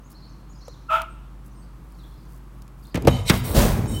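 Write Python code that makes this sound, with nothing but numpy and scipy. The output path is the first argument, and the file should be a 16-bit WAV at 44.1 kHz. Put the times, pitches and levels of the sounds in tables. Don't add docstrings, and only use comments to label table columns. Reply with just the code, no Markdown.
import sys
import numpy as np
from scipy import signal
from scipy.fft import rfft, irfft, next_fast_len
from scipy.io import wavfile
from scipy.ndimage import map_coordinates

SR = 44100
rng = np.random.default_rng(int(sys.argv[2]) if len(sys.argv) > 2 else 0)


def store_pcm(level_fs):
    pcm = np.round(np.clip(level_fs, -1, 1) * 32767).astype(np.int16)
    wavfile.write(sys.argv[1], SR, np.atleast_2d(pcm).T)


N = 176400
T = np.arange(N) / SR

# pitch_hz, gain_db, t60_s
CLONK_MODES = [(485.5, -8, 0.056), (566, -6, 0.032), (730, -5.5, 0.013), (969, -16, 0.023),
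               (1255, -23.5, 0.052)]
# pitch_hz, struck_gain_db, t60_s, rubbed_gain_db
BAR_MODES = [(968, 8.5, 0.86, 3), (3040, 7, 0.75, -2), (3760, 4, 0.66, -0.5), (5520, -6, .8, 2.5),
             (6580, 0, 0.7, 7), (7360, -5, 0.79, 0), (7500, -11, .4, -6), (7640, -8, .45, -3),
             (9650, -2, 1, 2), (11900, -2, 0.72, -16)]
# frequency_hz, t60_s
SLAP_DECAY = [(1000, 0.16)]
# frequency_hz, t60_s
YARD_DECAY = [(1200, 0.6), (4000, 1), (10000, 0.65)]
BIRD_ECHO_DB = -4.5


def amp(db):
    return 10 ** (np.asarray(db) / 20)


def unit(x):
    return x / np.sqrt(np.mean(x ** 2) + 1e-20)


def along(points, hz):
    point_hz, values = np.transpose(points)
    return np.interp(np.log(hz + 1), np.log(point_hz + 1), values)


def filtered(x, response):
    size = next_fast_len(len(x) + 8192)
    return irfft(rfft(x, size) * response(np.fft.rfftfreq(size, 1 / SR)), size)[:len(x)]


def noise(spectrum, size=N):
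    return unit(filtered(rng.standard_normal(size), lambda hz: amp(along(spectrum, hz))))


def wobble(knots_per_s):
    return map_coordinates(rng.standard_normal(N // 8), [T * knots_per_s], mode="mirror")


def wavering_tone(hz, wavers_per_s, rough):
    waver = 1 + rough * (wobble(wavers_per_s) + 1j * wobble(wavers_per_s))
    return unit(np.real(waver * np.exp(2j * np.pi * hz * T)))


def swell(start, rise, length, db):
    attack = np.sin(np.pi / 2 * np.clip((T - start) / rise, 0, 1)) ** 2
    fall = np.clip((T - start - rise) / max(length - rise, 1e-3), 0, 1)
    return amp(db) * attack * (1 - fall ** 2)


def add(track, start, x):
    part = track[round(start * SR):][:len(x)]
    part += x[:len(part)]


def ring(modes):
    t = T[:SR]
    return sum((-1) ** k * amp(db + rng.normal() - 60 * t / t60) * np.sin(2 * np.pi * hz * t)
               for k, (hz, db, t60) in enumerate(modes))


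def lingering(modes, blows, wavers_per_s, rough):
    out, t = np.zeros(N), T[:SR]
    for hz, db, t60, *_ in modes:
        energy = np.zeros(N)
        decay = amp(db - 60 * t / t60) * (1 - np.exp(-t * hz))
        for start, blow_db in blows:
            add(energy, start, (amp(blow_db) * decay) ** 2)
        out += np.sqrt(energy / 2) * wavering_tone(hz, wavers_per_s, rough)
    return out


def dying(x, t60s):
    hz, t, frames = signal.stft(x, SR, nperseg=128)
    return signal.istft(frames * amp(-60 * t / along(t60s, hz)[:, None]), SR, nperseg=128)[1]


def echo(x, t60s):
    tail = dying(rng.standard_normal(SR), t60s)
    tail *= 1 - np.exp(-T[:len(tail)] / 0.023)
    return signal.fftconvolve(x, tail / np.linalg.norm(tail))[:N]


def friction(strokes, grain_db):
    out = np.zeros(N)
    for start, rise, length, db, centre_hz, octaves in strokes:
        white = rng.standard_normal(N)
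        band = filtered(white, lambda hz: np.exp(-(np.log2((hz + 1) / centre_hz) / octaves) ** 2 / 2))
        out += swell(start, rise, length, db) * unit(band * amp(grain_db * wobble(700)))
    return out


def outdoors():
    # frequency_hz, gain_db
    air_spectrum = [(24, -48), (38, -10.5), (60, -8.5), (85, -18), (160, -11.5), (245, -19.5), (315, -18.5),
                    (400, -27), (680, -31.5), (1100, -27), (1900, -39.5), (5000, -49), (15500, -53.5)]
    # pitch_hz, level_db, wavers_per_s
    motor_tones = [(49.5, -40, 18), (127.5, -50, 36)]
    # time_s, gain_db
    motor_rise = [(0, -7.5), (.9, -2)]
    drone = sum(amp(db) * wavering_tone(hz, wavers, rough=0.17) for hz, db, wavers in motor_tones)
    return amp(-48) * noise(air_spectrum) + drone * amp(np.interp(T, *np.transpose(motor_rise)))


def birds():
    # start_s, length_s, start_hz, end_hz, level_db
    chirps = [(.03, .055, 6000, 7000, -62), (.14, .04, 3750, 4600, -54), (.215, .05, 3900, 4450, -52),
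              (.485, .05, 6200, 7200, -58), (.605, .04, 3750, 4700, -54), (.68, .04, 3750, 4300, -55),
              (1.98, .04, 4200, 3450, -57), (2.03, .03, 3100, 3650, -55)]
    # start_s, end_s, level_db
    twitters = [(0.101, 0.302, -63), (0.519, .72, -57), (1.49, 1.66, -66.5), (1.901, 2.27, -66.5),
                (2.821, 2.94, -58.5)]
    notes_per_s, note_s, note_hz, arch_hz = 45, 0.02, 4700, 150
    out, notes = np.zeros(N), list(chirps)
    quaver = 1 + 0.028 * wobble(600)
    for start, end, db in twitters:
        for onset in np.arange(start, end, 1 / notes_per_s):
            start_hz, end_hz = note_hz * np.exp(0.17 * rng.standard_normal(2))
            note_db = db + 2 * rng.standard_normal()
            notes.append((onset + note_s * rng.random(), note_s, start_hz, end_hz, note_db))
    for start, length, start_hz, end_hz, db in notes:
        progress = np.linspace(0, 1, int(length * SR))
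        arch = np.sin(np.pi * progress)
        hz = start_hz + (end_hz - start_hz) * progress + arch_hz * arch
        hz *= quaver[int(start * SR):][:len(hz)]
        add(out, start, amp(db) * arch * np.sin(2 * np.pi * np.cumsum(hz) / SR))
    return out + amp(BIRD_ECHO_DB) * (echo(out, SLAP_DECAY) + echo(out, YARD_DECAY))


def bolt():
    # start_s, length_s, level_db
    rubs = [(0.089, 0.046, -55), (1.098, 1.84, -68.5), (1.436, 0.054, -58), (2.265, 0.14, -57.5),
            (2.71, 0.23, -66.5)]
    # start_s, level_db
    ticks = [(0.682, -42), (1.0182, -29.5), (2.621, -44), (2.679, -48.5), (3.023, -36.5)]
    # frequency_hz, gain_db
    tick_spectrum = [(500, -14), (2500, -2), (12000, -5.5), (16000, -13)]
    rub_hz, rub_octaves, tick_t60_s, let_go_s = 12500, 1.1, 0.014, 0.679
    strokes = [(start, length / 2, length, db, rub_hz, rub_octaves) for start, length, db in rubs]
    out = friction(strokes, grain_db=4.5)
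    out *= amp(3 * wobble(9.02))
    for start, db in ticks:
        add(out, start, amp(db - 60 * T[:SR // 10] / tick_t60_s) * noise(tick_spectrum, size=SR // 10))
    soft_onset = 1 - np.exp(-T[:SR] / 0.002)
    add(out, let_go_s, amp(-22.5) * ring(CLONK_MODES) * soft_onset)
    return out


def dog():
    # time_s, strongest_partial_hz, level_db
    contour = [(0.881, 1372, -59), (0.896, 1358, -26.5), (.905, 1262, -25.5), (0.936, 1317, -20.5),
               (0.965, 1385, -24.5), (0.977, 1378, -34), (0.998, 1391, -33), (1.027, 1170, -49)]
    # multiple of the strongest partial, gain_db
    partials = [(.5, -20), (1, 2.5), (2, -16)]
    # frequency_hz, gain_db
    throat = [(540, -50), (640, 1.5), (740, -24), (900, -1.5), (1000, -8), (1200, -6), (1390, 3.5),
              (1480, -13), (1900, -22), (2600, -15), (3400, -23), (4600, -38), (16000, -44.5)]
    rasp_start_s = 0.901
    times, hz, db = np.transpose(contour)
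    pitch_hz = np.interp(T, times, hz) * (1 + 0.035 * wobble(350))
    phase = 2 * np.pi * np.cumsum(pitch_hz) / SR
    broken = np.clip((T - rasp_start_s) / 0.02 + 0.5, 0, 1)
    tone = sum(amp(gain_db) * np.sin(k * phase) * (broken if k < 1 else 1) for k, gain_db in partials)
    rasp = amp(-1.5) * broken * noise(throat)
    yap = amp(np.interp(T, times, db, left=-120, right=-120)) * (tone + rasp)
    return yap + amp(-1) * echo(yap, SLAP_DECAY) + amp(-17) * echo(yap, YARD_DECAY)


def whistling_bird():
    # start_s, length_s, start_hz
    whistles = [(1.083, 0.075, 8560), (1.533, 0.13, 8800)]
    level_db, fall_hz_per_s = -62, 6500
    out = np.zeros(N)
    for start, length, start_hz in whistles:
        t = T[:int(length * SR)]
        hz = (start_hz - fall_hz_per_s * t) * (1 + 0.011 * wobble(600)[:len(t)])
        add(out, start, amp(level_db) * np.sin(np.pi * t / length) * np.sin(2 * np.pi * np.cumsum(hz) / SR))
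    return out + 0.5 * amp(BIRD_ECHO_DB) * echo(out, YARD_DECAY)


def knocks():
    # start_s, thump_db, clonk_db, crack_db
    hits = [(2.9446, -10, -20, -29.5), (2.955, -17.5, -21, -25), (2.973, -14, -16, -34.5),
            (3.05, -15, -19.5, -37), (3.072, 0.5, 4.5, -17), (3.081, -12.5, -3.5, -21), (3.298, 0, -22, -9),
            (3.303, -11, -33, -23.5)]
    # frequency_hz, gain_db
    crack_spectrum = [(200, -3.5), (900, 2.5), (2300, 1.5), (3800, -2), (11000, -10.5), (16000, -13.5)]
    # frequency_hz, t60_s
    crack_decay = [(300, 0.2), (2000, 0.082), (8000, 0.027)]
    # pitch_hz, gain_db, t60_s
    thump_modes = [(65.2, -16.5, 0.41), (121.5, -7.5, 0.11), (170.6, -3, 0.043), (325, -7, 0.048)]
    # pitch_hz, gain_db, t60_s
    panel_modes = [(44.7, -32.5, 9), (98, -18, 0.8), (129, -21, 0.76), (186, -23, 0.67),
                   (244, -20.5, 0.427)]
    # frequency_hz, t60_s
    trailer_decay = [(100, 0.067), (1500, 1), (14000, 0.55)]
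    blows = np.zeros(N)
    for start, thump_db, clonk_db, crack_db in hits:
        add(blows, start, amp(crack_db) * dying(noise(crack_spectrum, size=SR // 2), crack_decay))
        add(blows, start + 0.00155, amp(thump_db) * ring(thump_modes) + amp(clonk_db) * ring(CLONK_MODES))
    thumps = [(start, db) for start, db, *_ in hits]
    boom = lingering(panel_modes, thumps, wavers_per_s=30, rough=1)
    steel_drive = [(start, 2 * db) for start, db in thumps]
    steel = amp(-47) * lingering(BAR_MODES, steel_drive, wavers_per_s=130, rough=2)
    return blows + boom + steel + amp(-16) * echo(blows, trailer_decay)


def sliding():
    # start_s, rise_s, length_s, level_db, centre_hz, width_octaves
    flexes = [(2.96, 0.13, 0.096, -23, 149, 1.08), (3.318, 0.022, 0.064, -28, 188, 2.42),
              (3.38, 0.15, 0.24, -30.5, 200, 1.47), (3.47, 0.041, 0.18, -24, 60, .5),
              (3.74, 0.028, 0.4, -29, 135, 1.08)]
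    # start_s, rise_s, length_s, level_db, centre_hz, width_octaves
    scrapes = [(3.085, 0.019, 0.16, -40.5, 2300, 1.04), (3.245, 0.059, 0.0524, -22.5, 3700, 0.96),
               (3.305, 0.0065, 0.11, -35, 12400, 3), (3.425, 0.037, 0.38, -35, 12670, 3),
               (3.87, 0.046, 0.39, -44, 8200, 3.2), (3.868, 0.016, 0.14, -48, 8600, 0.1)]
    # frequency_hz, t60_s
    steel_decay = [(4000, 0.012)]
    # start_s, rise_s, length_s, level_db
    squeals = [(3.105, .045, .11, -42), (3.934, .025, .1, -38)]
    # start_s, rise_s, length_s, level_db
    songs = [(3.831, 0.075, 0.22, -43.5)]
    singing = unit(sum(amp(db) * wavering_tone(hz, 90, rough=2.9) for hz, _, _, db in BAR_MODES))
    singing *= sum(swell(*song) for song in songs)
    squealing = wavering_tone(BAR_MODES[1][0], 68.78, rough=0.52)
    squealing *= sum(swell(*squeal) for squeal in squeals)
    scraping = echo(friction(scrapes, grain_db=2.5), steel_decay)
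    return scraping + friction(flexes, grain_db=1.5) + singing + squealing


def clatter():
    # low_hz, high_hz, level_db, hold_s, fade_db_per_s
    registers = [(30, 250, -13.5, 0.012, 40), (283, 741, -20.5, 0.021, 80), (753, 2610, -27, 0.054, 67),
                 (2610, 16000, -24.5, 0.032, 104)]
    # frequency_hz, gain_db
    colour = [(25, -13), (42, 6), (75, -7), (105, 2), (180, -6.5), (450, -6), (900, -11), (2300, -21.5),
              (10000, -28), (16000, -28)]
    landing_s, rise_s, contacts_per_s, spread_db = 3.54, 0.025, 500, 4
    contacts = (rng.random(N) < contacts_per_s / SR) * amp(spread_db * rng.standard_normal(N))
    chatter = unit(signal.fftconvolve(contacts, np.exp(-T[:SR // 20] / 0.0012))[:N])
    force = rng.standard_normal(N) * (1 + 0.24 * chatter)
    age, out = T - landing_s, np.zeros(N)
    attack = np.clip(age / rise_s, 0, 1)
    for low, high, db, hold, fade in registers:
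        band = filtered(force, lambda hz: amp(along(colour, hz)) * (hz > low) * (hz < high))
        out += unit(band) * attack * amp(db - fade * np.maximum(age - rise_s - hold, 0))
    return out


def scene():
    trailer = knocks() + sliding() + clatter() + bolt()
    yard = dog() + birds() + whistling_bird() + outdoors()
    return (trailer + yard)[None]


def record(dry):
    ceiling, low_cut_hz, top_hz = 1.05, 33, 16100
    rounded = dry[0] / (1 + np.abs(dry[0] / ceiling) ** 6) ** (1 / 6)
    return filtered(rounded, lambda hz: (hz < top_hz) * (1 - 1 / (1 + (hz / low_cut_hz) ** 10)))[None]


dry = scene()
out = record(dry)
store_pcm(out)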